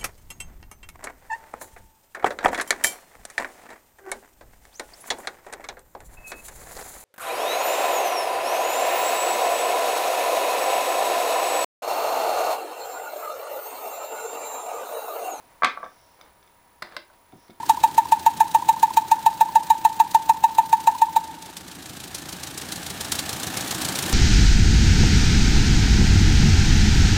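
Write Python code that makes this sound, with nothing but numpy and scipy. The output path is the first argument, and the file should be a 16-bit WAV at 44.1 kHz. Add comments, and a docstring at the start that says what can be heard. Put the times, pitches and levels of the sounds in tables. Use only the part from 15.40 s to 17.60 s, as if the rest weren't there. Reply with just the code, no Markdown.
"""A small workshop, heard from close by: a steel tool holder is handled on a lathe toolpost.
It drops home with a rattling clunk and rocks twice; later come two sharp clicks with a slide between, and two dull bumps.
Each contact rings a few sine modes plus a short noise crack; slides are grains, and a sleeve is swelling noise.
Decaying noise bands make the room's reflections. Behind lie steady air noise, hum and a thin beating whine.
At the microphone the loudest peaks are flattened and the top is cut."""
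import sys
import numpy as np
from scipy import signal
from scipy.fft import rfft, irfft
from scipy.io import wavfile

SR = 44100
rng = np.random.default_rng(int(sys.argv[2]) if len(sys.argv) > 2 else 0)


def file_out(sig):
    """Save sig as 16-bit WAV at sys.argv[1]."""
    # one column per channel
    cols = np.atleast_2d(sig).T
    # limit, then scale
    lim = np.clip(cols, -1, 1)
    pcm = np.round(lim * 32767).astype(np.int16)
    wavfile.write(sys.argv[1], SR, pcm)


N = 97020
T = np.arange(N) / SR  # s

# Holder knocking on the toolpost: t/s, level/dB, contact low-pass f/Hz, crack trim/dB
KNOCKS = [(.2212, -12, 1850, -17), (.2335, -7, 3620, -16), (.2455, -9.5, 5560, -2), (.2482, -19.5, 8700, 4),
          (.2500, -29.5, 9000, 3), (.2560, -32, 3520, 16), (.3692, -35, 1410, -18),
          (.3727, -22.5, 1440, -10), (.3860, -26, 450, -11), (.4040, -33, 1070, 0), (.4200, -39, 1270, -13),
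          (.4285, -31.5, 1410, -8), (.4303, -25, 1260, -7), (.4360, -16, 700, -24), (.4455, -31, 1000, 0.5),
          (.4535, -31.5, 1110, -17), (.4615, -34, 1800, -6), (.5160, -44, 1190, -15)]
# Modes of toolpost and slide: f/Hz, level/dB, t60/s
POST_MODES = [(267, -38.5, 0.14), (488, -13.5, 0.01), (720, -12.5, 0.058), (878, -16, 0.04),
              (1138, -1, 0.037), (1313, -7, 0.049), (1583, -6.5, 0.034), (1780, -17, 0.027),
              (2010, -15, 0.043), (2300, -8, 0.013)]
# Spectrum of the toolpost's crack: f/Hz, level/dB
POST_CRACK = [(60, -28), (250, -6), (700, -10.5), (1400, 8), (2000, 3), (2450, -3), (2800, -5), (3500, 3),
              (4100, -6), (4700, -7), (6000, -18.5), (9000, -11), (16000, -24)]
POST_CRACK_T60_S, POST_CRACK_DB = 0.011, 17.5

# Lathe bed ringing on after the hardest knock: f/Hz, level/dB, t60/s
BED_MODES = [(248, -10, .2), (320, -9, .2), (668, -17, .3), (985, -13, .42), (1222, 2, .24),
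             (1284, -2, .22), (1351, -3, .28), (1517, -6, .27), (1598, -8, .25), (1692, -9, .2),
             (2410, -8, .36), (2945, -13, .14), (3413, -8, .16), (3682, -18, .3)]
BED_DB, BED_BUILD_S = -24.5, 0.0032

# Light steel-on-steel clicks: t/s, level/dB, contact low-pass f/Hz, crack trim/dB
CLICKS = [(1.4221, -31.5, 9000, 5.5), (1.4243, -29, 12100, 5.5), (1.5225, -52, 5000, 11),
          (1.5660, -26, 10200, -0.5), (1.5685, -44.5, 13000, 16.5), (1.700, -45, 1600, -33)]
# Modes of the holder: f/Hz, level/dB, t60/s
HOLDER_MODES = [(350, -17.5, 0.093), (597, -12.5, 0.13), (682, -12.5, 0.061), (1042, -3.5, 0.038),
                (1520, -2.5, 0.029), (2090, -15.5, 0.1), (2060, -11.5, 0.024), (2780, -16, 0.0067),
                (3730, -9, .02), (3970, -8, 0.024), (5030, -6.5, 0.015), (7790, -21, 0.032),
                (9520, -25, 0.037), (12820, -14, 0.033)]
# Spectrum of the holder's crack: f/Hz, level/dB
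HOLDER_CRACK = [(100, 0.5), (400, -4.5), (1100, -3), (1700, 8), (2700, -7.5), (4200, -2), (5800, -14),
                (7000, -19), (10500, -24), (12600, -17), (16000, -29)]
HOLDER_CRACK_T60_S, HOLDER_CRACK_DB = 0.019, 16.5

# Steel sliding on steel: t/s, length/s, level/dB
SLIDES = [(0.746, 0.18, -56.5), (1.015, 0.082, -65), (1.417, 0.087, -48.5), (1.488, 0.099, -50),
          (1.719, 0.038, -57.5)]
# Spectrum of the slides: f/Hz, level/dB
SLIDE_COLOUR = [(150, -8.5), (500, 0.5), (1100, 3), (2000, -6.5), (2800, -14), (4000, -10.5), (6500, -26),
                (14000, -27)]
SLIDE_GRAINS_PER_S, SLIDE_SPREAD_DB = 1700, 1.5

# Dull bumps on the carriage: t/s, level/dB, contact low-pass f/Hz, crack trim/dB
BUMPS = [(1.9275, -45, 1010, -4), (1.9350, -35, 418, -4.5), (1.954, -46, 298, 1.5), (2.090, -50, 494, 0.5),
         (2.0960, -42, 570, 1.5)]
# Modes of the carriage: f/Hz, level/dB, t60/s
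CARRIAGE_MODES = [(116, -8, 0.17), (163, -10.5, 0.11), (256, -5.5, 0.054), (286, -18.5, 0.057),
                  (385, -14.5, 0.077), (440, -6.5, 0.025), (670, 1, 0.035), (753, 4, 0.029)]
# Spectrum of the carriage's crack: f/Hz, level/dB
CARRIAGE_CRACK = [(70, 1), (300, 3), (1500, -34), (5000, -22)]
CARRIAGE_CRACK_T60_S, CARRIAGE_CRACK_DB = 0.02, 25

# Faint ticks of small fittings: t/s, level/dB, contact low-pass f/Hz, crack trim/dB
TICKS = [(.443, -43, 3880, -22.5), (.450, -51.5, 6040, 3), (.8122, -44, 14000, 5.5), (.860, -60, 5000, 2),
         (1.028, -56.5, 6000, 5), (1.076, -56.5, 6100, 7), (1.9225, -53, 4000, -4),
         (2.082, -55.5, 2720, 28), (2.100, -52, 4000, 6), (2.1055, -51, 4200, 14)]
# Modes of the fittings: f/Hz, level/dB, t60/s
FITTING_MODES = [(1360, 4, 0.011), (2210, -2, 0.03), (3580, 2, 0.016), (5060, -8, 0.04), (5920, 0.5, 0.014)]
# Spectrum of the fittings' crack: f/Hz, level/dB
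FITTING_CRACK = [(200, -22), (1200, -7), (2800, -16), (3700, 5.5), (6000, 0), (7000, -17), (14000, 1.5)]
FITTING_CRACK_T60_S, FITTING_CRACK_DB = 0.023, 10.5
RADIATION_HZ = 181  # the struck bodies radiate little below this

# Sleeve swishes: t/s, length/s, level/dB
SWISHES = [(0.29, 0.58, -66.5), (1.931, 0.2, -67)]
# Spectrum of the cloth: f/Hz, level/dB
SWISH_COLOUR = [(1000, -45), (3500, -3.5), (4500, -8), (5500, 4), (6200, -4.5), (7000, -18), (14000, -24)]

# Spectrum of the workshop's reflections: f/Hz, level/dB
ROOM_COLOUR = [(60, -38), (150, 3), (280, 6.5), (550, -1), (800, -4.5), (1150, -8.5), (1600, -5),
               (2000, -4), (2450, 7), (2850, 0.5), (3500, -2.5), (5200, -0.5), (6300, -9), (7500, -10.5),
               (15000, -16)]
# Decay time of the workshop: f/Hz, t60/s
ROOM_T60 = [(150, 0.093), (400, 0.27), (1100, 0.26), (3000, 0.26), (7000, .2), (15000, 0.051)]
ROOM_DELAY_S, ROOM_BUILD_S, ROOM_BUILD_CYCLES = 0.0042, 0.001, 1.23
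KNOCK_ROOM_DB, CLICK_ROOM_DB, BUMP_ROOM_DB = -3, -5.5, -5.5  # sends into the room

# Spectrum of the background air noise: f/Hz, level/dB
AIR_COLOUR = [(25, -8.5), (65, -5.5), (110, -9.5), (250, -10.5), (400, -10.5), (600, -7.5), (970, -6),
              (1400, -13), (2100, -14.5), (2800, -19.5), (7000, -25), (10000, -24.5), (13000, -28.5),
              (14800, -24.5), (15400, -30), (16000, -19)]
# Course of the air noise: t/s, level/dB
AIR_LEVEL = [(0, -55.5), (.7, -58), (1.35, -59), (2.2, -58)]
# Steady hum tones: f/Hz, rms level/dB
HUM = [(59, -76), (953, -66.5)]
# Close-set tones of the electrical whine: f/Hz, rms level/dB
WHINE = [(9981, -75), (10018.5, -77), (10056, -78), (11886, -83), (15460, -68), (15488, -76)]

OVERLOAD = .49  # ceiling of the flattened peaks, full scale = 1
CUTOFF_HZ = 16000


def from_db(db):
    """Decibels to gain."""
    return 10 ** (np.asarray(db) / 20)


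def at_hz(points, hz):
    """Read a table on a log-frequency axis."""
    f, values = np.transpose(points)
    return np.interp(np.log(np.maximum(hz, 1)), np.log(f), values)


def coloured(x, spectrum):
    """Give noise or grains a spectrum, with rms 1."""
    hz = np.arange(N // 2 + 1) * SR / N
    y = irfft(rfft(x) * from_db(at_hz(spectrum, hz)), N)
    return y / np.sqrt(np.mean(y ** 2) + 1e-20)


def swells(strokes):
    """A smooth half-sine rise and fall for each stroke."""
    return sum(from_db(db) * np.sin(np.pi * np.clip((T - start) / length, 0, 1))
               for start, length, db in strokes)


def strike(contacts, modes, crack_colour, crack_t60, crack_db):
    """Each contact rings the body's modes and a dense, quickly damped crack, low-passed by its brightness."""
    t = T[:N // 4]
    out = np.zeros(2 * N)  # room for tails past the end
    ring = 0
    for k, (hz, db, t60) in enumerate(modes):
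        sign = (-1) ** k
        ring = ring + sign * from_db(db - 60 * t / t60) * np.sin(2 * np.pi * hz * t)
    for start, db, bright_hz, trim_db in contacts:
        noise = coloured(rng.standard_normal(N), crack_colour)[:len(t)]
        crack = noise * from_db(-60 * t / crack_t60)
        hit = ring + from_db(crack_db + trim_db) * crack / np.linalg.norm(crack)
        softness = signal.butter(3, min(bright_hz, SR / 2 - 1000), fs=SR, output="sos")
        i = int(start * SR)
        out[i:i + len(t)] += from_db(db) * signal.sosfilt(softness, hit + 1e-18)
    radiation = signal.butter(2, RADIATION_HZ, "high", fs=SR, output="sos")
    return signal.sosfilt(radiation, out[:N] + 1e-18)


def holder_on_post():
    """The holder's knocks ring the toolpost and slide."""
    return strike(KNOCKS, POST_MODES, POST_CRACK, POST_CRACK_T60_S, POST_CRACK_DB)


def bed():
    """The hardest knock spreads into the bed, which builds up and then rings on, mode by mode."""
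    start = max(KNOCKS, key=lambda row: row[1])[0]
    t = np.maximum(T - start, 0)
    ring = sum(from_db(db - 60 * t / t60) * np.sin(2 * np.pi * hz * t) for hz, db, t60 in BED_MODES)
    return from_db(BED_DB) * (1 - np.exp(-t / BED_BUILD_S)) * ring


def holder_clicks():
    """Light steel-on-steel contacts ring the holder."""
    return strike(CLICKS, HOLDER_MODES, HOLDER_CRACK, HOLDER_CRACK_T60_S, HOLDER_CRACK_DB)


def slides():
    """Tiny random catches of steel on steel under each stroke."""
    caught = rng.random(N) < SLIDE_GRAINS_PER_S / SR
    polarity = rng.choice([-1, 1], N)
    grains = caught * polarity * from_db(rng.normal(0, SLIDE_SPREAD_DB, N))
    return coloured(grains, SLIDE_COLOUR) * swells(SLIDES)


def carriage_bumps():
    """Dull contacts ring the low modes of the carriage."""
    return strike(BUMPS, CARRIAGE_MODES, CARRIAGE_CRACK, CARRIAGE_CRACK_T60_S, CARRIAGE_CRACK_DB)


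def fitting_ticks():
    """Faint contacts ring small fittings."""
    return strike(TICKS, FITTING_MODES, FITTING_CRACK, FITTING_CRACK_T60_S, FITTING_CRACK_DB)


def sleeve():
    """Cloth brushes on cloth as the arm moves: coloured noise that swells and fades."""
    return coloured(rng.standard_normal(N), SWISH_COLOUR) * swells(SWISHES)


def workshop(x):
    """Dense reflections that die away band by band; the lows take longer to build up."""
    t, response = T[:N // 4], 0
    edges = np.geomspace(50, 17000, 19)
    for low, high in zip(edges, edges[1:]):
        hz = np.sqrt(low * high)
        band_pass = signal.butter(2, [low, high], "band", fs=SR, output="sos")
        band = signal.sosfilt(band_pass, rng.standard_normal(len(t)))
        build = np.clip((t - ROOM_DELAY_S) / (ROOM_BUILD_S + ROOM_BUILD_CYCLES / hz), 0, 1)
        band = band * build * from_db(-60 * t / at_hz(ROOM_T60, hz))
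        band_share = np.sqrt(2 * (high - low) / SR)  # wider bands carry more energy
        response = response + band / np.linalg.norm(band) * band_share * from_db(at_hz(ROOM_COLOUR, hz))
    return signal.fftconvolve(x, response)[:N]


def background():
    """Room noise of slowly changing level under steady hum; close-set sines make the whine beat."""
    air = coloured(rng.standard_normal(N), AIR_COLOUR) * from_db(np.interp(T, *np.transpose(AIR_LEVEL)))
    tones = sum(np.sqrt(2) * from_db(db) * np.sin(2 * np.pi * hz * T) for hz, db in HUM + WHINE)
    return air + tones


def scene():
    """Direct sound of all the handling, the room's answer, the sleeve and the background."""
    knocks = holder_on_post()
    clicks = holder_clicks() + slides()
    bumps = carriage_bumps() + fitting_ticks()
    send = from_db(KNOCK_ROOM_DB) * knocks + from_db(CLICK_ROOM_DB) * clicks + from_db(BUMP_ROOM_DB) * bumps
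    return (knocks + bed() + clicks + bumps + workshop(send) + sleeve() + background())[None]


def record(dry):
    """Microphone signal: the loudest peaks are flattened, then a steep low-pass cuts the top."""
    flat = dry / (1 + (dry / OVERLOAD) ** 6) ** (1 / 6)
    return signal.sosfilt(signal.ellip(12, .1, 80, CUTOFF_HZ, fs=SR, output="sos"), flat)


dry = scene()
out = record(dry)
file_out(out)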